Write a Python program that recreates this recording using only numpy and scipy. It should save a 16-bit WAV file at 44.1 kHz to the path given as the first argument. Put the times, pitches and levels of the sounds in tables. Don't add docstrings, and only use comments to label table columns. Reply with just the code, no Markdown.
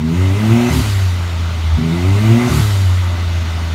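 import sys
import numpy as np
from scipy import signal
from scipy.io import wavfile
from scipy.ndimage import uniform_filter1d

SR = 44100
rng = np.random.default_rng(int(sys.argv[2]) if len(sys.argv) > 2 else 0)


def nominal_scale(level):
    x = np.asarray(level, float) / 20
    return 10 ** x


def unload_audio(sound):
    columns = np.transpose(np.atleast_2d(sound))
    steps = np.round(np.clip(columns, -1, 1) * 32767)
    wavfile.write(sys.argv[1], SR, steps.astype(np.int16))


N = 164934

# (throttle opens [s], lifts [s], stumble ends [s], blow-off level [dB])
REVS = [
    (0., 0.701, .82, -24.5),
    (1.772, 2.495, 2.61, -24.5),
]
THROTTLE_OPEN_S, THROTTLE_SHUT_S = .025, .025


def read(points, hz):
    f, value = np.transpose(points)
    return np.interp(np.log(hz + 1), np.log(f + 1), value)


def evened(x):
    return x / np.sqrt(np.mean(x ** 2) + 1e-20)


def slow(rate_hz):
    span = int(SR / rate_hz)
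    return evened(uniform_filter1d(uniform_filter1d(rng.standard_normal(N), span), span))


def gate(t, on, off, rise, fall):
    opening = np.clip((t - on) / rise + .5, 0, 1)
    closing = np.clip((off - t) / fall + .5, 0, 1)
    return opening * closing


def shaped(points, hz):
    gain = nominal_scale(read(points, hz)) * (hz > points[0][0] * .9)
    return gain / np.sqrt((gain ** 2).sum())


def bumps(rows, hz):
    return nominal_scale(sum(db / (1 + (2 * (hz - f) / width) ** 2) for f, width, db in rows))


def noise(field, patchy_db):
    hz = np.fft.rfftfreq(1024, 1 / SR)[:, None]
    t = np.arange(N // 256 + 5) * 256 / SR
    real, imaginary, patches = rng.standard_normal((len(t), 513, 3)).T
    patches = uniform_filter1d(uniform_filter1d(patches, 10, axis=0), 8, axis=1)
    z = (real + 1j * imaginary) * field(hz, t) * nominal_scale(patchy_db * evened(patches))
    return signal.istft(z, nperseg=1024, noverlap=768)[1][:N]


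def whistle(hz, width_hz):
    r = np.exp(-np.pi * width_hz / SR)
    a, b = rng.standard_normal((2, N))
    fuzz = signal.lfilter([1], np.convolve([1, -r], [1, -r]), a + 1j * b)
    phase = 2 * np.pi * np.cumsum(hz * np.ones(N)) / SR
    return evened((fuzz * np.exp(1j * phase)).real)


def control(t, column):
    # (time [s], firing rate [Hz], cylinder imbalance [dB], drone swell [dB])
    course = [(0, 76, -22, 0), (.12, 82.7, -31, 0), (.2, 91.4, -22, 0), (.3, 95.5, -28, 0),
              (.51, 113.9, -11, 40), (.69, 124.2, -28, 4.5), (.83, 105.2, -17, 7.5), (1.13, 88.8, -26, 0),
              (1.5, 82.93, -23, -1.5), (1.8, 79, -7, -2), (2.0, 87.34, -27, 0), (2.23, 107.7, -14, 0),
              (2.4, 119.8, -14, 0), (2.49, 124, -18, 5), (2.62, 106.9, -20, 11.5), (2.87, 92.34, -35, 1.5),
              (3.2, 86.25, -16, -0.5), (3.74, 81.3, -20, -1)]
    return np.interp(t, np.array(course)[:, 0], np.array(course)[:, column])


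def rumble():
    # (frequency [Hz], density [dB per Hz])
    body = [(20, -27), (40, -25), (70, 25), (120, -13.5), (230, 6), (300, -7.5), (430, -9), (520, -45)]

    def field(hz, t):
        return nominal_scale(read(body, hz) - 40 * (hz > 560)) + 0 * t
    return nominal_scale(-30.5) * evened(noise(field, patchy_db=1.5))


def road_power(hz, t):
    # (frequency [Hz], density [dB per Hz])
    hiss = [(450, -12.5), (600, -2.5), (950, -3.5), (1400, -3), (2500, -7.5), (4400, -8.5), (7500, -20.5),
            (15700, -32)]
    level_db = -29 - 4.5 * np.exp(-t / 0.61)
    return (nominal_scale(level_db) * shaped(hiss, hz)) ** 2


def intake_power(hz, t, on, lift):
    # (frequency [Hz], density [dB per Hz])
    roar = [(450, 0), (700, 1), (1400, -3), (2300, -3.5), (3200, -8.5), (5000, -12.5), (9000, -17),
            (15700, -26)]
    # (frequency [Hz], width [Hz], gain [dB])
    pipes = [(2053, 105, 3), (2470, 360, -1), (2640, 410, 5), (1300, 640, 1)]
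    rise_s, fade_s, db_per_hz = 0.15, 0.092, 0.2
    pull = np.clip((t - on) / rise_s, 0, 1) * np.exp(-np.clip(t - lift, 0, 9) / fade_s)
    level_db = -25.5 + db_per_hz * (control(t, column=1) - 118.5)
    return (pull * nominal_scale(level_db) * shaped(roar, hz) * bumps(pipes, hz)) ** 2


def gush_power(hz, t, lift, gush_db):
    # (frequency [Hz], density [dB per Hz])
    jet = [(450, -28), (1000, 0), (2000, -4.5), (3500, -7), (4600, -6.5), (7000, -9.5), (11000, -9.5),
           (15700, -22)]
    # (frequency [Hz], width [Hz], gain [dB])
    pipes = [(3150, 400, 2), (3900, 500, 3), (4620, 200, 5), (7300, 250, 4), (12800, 900, 3),
             (15200, 700, 4)]
    # (frequency [Hz], hold [s])
    hold = [(1000, 0.044), (4000, 0.12), (8000, 0.042), (14000, .02)]
    lead_s, rise_s = .028, .065
    since = t - lift + lead_s
    t60 = read([(1000, 1.86), (12000, 1.47)], hz)
    falling = np.clip(since - rise_s - read(hold, hz), 0, 9)
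    swell = np.clip(since / rise_s, 0, 1) * nominal_scale(gush_db - 60 * falling / t60)
    return (swell * shaped(jet, hz) * bumps(pipes, hz)) ** 2


def air():
    # (frequency [Hz], width [Hz], gain [dB])
    cabin = [(617, 46, 4.7), (694, 10, 2.3), (916, 42, 5.2), (1178.4, 17.4, 10.7), (1285, 17, 5.6),
             (1510, 34, 2.1), (2041, 105, 4.6), (2582, 13, 2.3), (2970, 21, 4.7), (3650, 35, 7.2),
             (4690, 66, 8.1), (6600, 160, 3.3), (7130, 200, 3.5)]
    # (frequency [Hz], width [Hz], gain [dB])
    dips = [(1700, 160, -4.5), (4780, 640, -5.5), (7860, 690, -1.5), (10400, 1000, -3.5)]

    def field(hz, t):
        power = road_power(hz, t)
        for on, lift, end, gush_db in REVS:
            power = power + intake_power(hz, t, on, lift) + gush_power(hz, t, lift, gush_db)
        return np.sqrt(power) * bumps(cabin + dips, hz)
    return noise(field, patchy_db=1.28)


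def turbo():
    # (frequency [Hz], width [Hz], time after lift [s], length [s], level [dB])
    chirps = [
        (6200, 630, -0.0074, .05, -35.5),
        (4740, 67, 0.078, 0.18, -44),
        (7570, 480, 0.033, 0.1, -49.5),
    ]
    lead_s, start_hz, peak_hz = .36, 9500, 19000
    rise_hz_s, fall_hz_s = 28000, 20000
    t, out = np.arange(N) / SR, np.zeros(N)
    for on, lift, end, gush_db in REVS:
        spool_up = start_hz + rise_hz_s * (t - lift + lead_s)
        spool_down = peak_hz - fall_hz_s * (t - lift)
        hz = np.clip(np.minimum(spool_up, spool_down), 500, 21000)
        whine_db = -50.5 - 5 * (t > lift) + slow(20)
        audible = np.clip((hz - 8000) / 6000, 0, 1)
        out += nominal_scale(whine_db) * audible * whistle(hz, width_hz=1000)
        pull = np.clip((t - on) / (lift - on), 0, 1) * gate(t, on, lift + .04, THROTTLE_OPEN_S, .06)
        out += nominal_scale(-38) * pull * whistle(2045, width_hz=100)
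        for f, width, after, length, level_db in chirps:
            puff = np.exp(-(2 * (t - lift - after) / length) ** 2)
            out += nominal_scale(level_db) * puff * whistle(f, width)
    return out


def loaded_pipe_db(f):
    # (frequency [Hz], level [dB])
    response = [(45, -33), (84, -29), (91, -16.5), (101, -18.5), (108, -21.5), (114, -10.5), (121, -27.5),
                (126, -6.5),
                (150, -26), (167, -13), (184, -25), (203, -27), (216, -13.5), (226, -15.5), (236, -8.5),
             (250, -18),
                (273, -19.5), (288, -17), (310, -32), (340, -11), (355, -17.5), (368, -13), (388, -19.5),
            (408, -11),
                (440, -30.5), (455, -21.5), (490, -33.5), (700, -13.5)]
    return read(response, f)


def coasting_pipe_db(f):
    # (frequency [Hz], level [dB])
    drone = [(45, -29), (79, -8.5), (82, -16.5), (86, -15.5), (92, -12.5), (97, -16.5), (101, -20),
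             (108, -24),
             (140, -27.5), (170, -36), (200, -43), (260, -49.5), (350, -42), (420, -46.5), (500, -56)]
    return read(drone, f)


def popping_pipe_db(f):
    # (frequency [Hz], level [dB])
    pop = [(40, -44), (73, -17), (108, -20), (147, -18.5), (190, -36.5), (245, -20.5), (300, -37.5),
           (365, -28.5), (520, -57)]
    return read(pop, f)


def engine():
    order_db = [5, -1.5, -7.5, -14, -18, -22]
    catch_s = .012
    boom_peak_hz, boom_turn_hz = 113, 5
    t, out = np.arange(N) / SR, np.zeros(N)
    load, stumble, sag = np.zeros((3, N))
    for on, lift, end, gush_db in REVS:
        opened = on if on > .5 else -1
        load += gate(t, opened, lift, THROTTLE_OPEN_S, THROTTLE_SHUT_S)
        stumble += gate(t, lift, end, THROTTLE_SHUT_S, catch_s)
        recovery = np.clip((end - t) / (end - lift), 0, 1)
        sag += gate(t, lift, end, 2 * THROTTLE_SHUT_S, THROTTLE_OPEN_S) * recovery
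    coast = np.clip(1 - load - stumble, 0, 1)

    hz = control(t, column=1) * (1 + .007 * slow(30) - .06 * sag)
    cycle = 2 * np.pi * np.cumsum(hz) / SR / 3
    for k in range(1, 19):
        f = hz * k / 3
        whole = k % 3 == 0
        if whole:
            share_db = 1.1 * slow(8.8)
        else:
            share_db = 2.2 * slow(8.8) + control(t, column=2)
        loaded = nominal_scale(loaded_pipe_db(f) + order_db[(k - 1) // 3])
        coasting = nominal_scale(coasting_pipe_db(f) + control(t, column=3))
        pops = nominal_scale(popping_pipe_db(f) + 2.2 * slow(27))
        if whole:
            phase = .5 * np.arctan((boom_peak_hz - f) / boom_turn_hz)
        else:
            phase = 2 * np.pi * rng.random()
        turn = np.exp(1j * (k * cycle + phase))
        steady = nominal_scale(share_db) * (coasting * coast - loaded * load)
        out += np.sqrt(2) * ((steady + stumble * pops) * turn).real
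    return out


def scene():
    return (rumble() + air() + turbo() + engine())[None]


def top_cut(x):
    return signal.sosfilt(signal.butter(12, 15840, fs=SR, output="sos"), x)


def record(dry):
    bass_cut = signal.butter(3, 42, "high", fs=SR, output="sos")
    band_limit = signal.firwin(1023, 15730, window=("kaiser", 9), fs=SR)
    mix = signal.sosfilt(bass_cut, dry)
    mix = signal.oaconvolve(mix, band_limit[None], "same")
    mix = np.clip(mix, -.99, .99)
    return top_cut(mix)


dry = scene()
out = record(dry)
unload_audio(out)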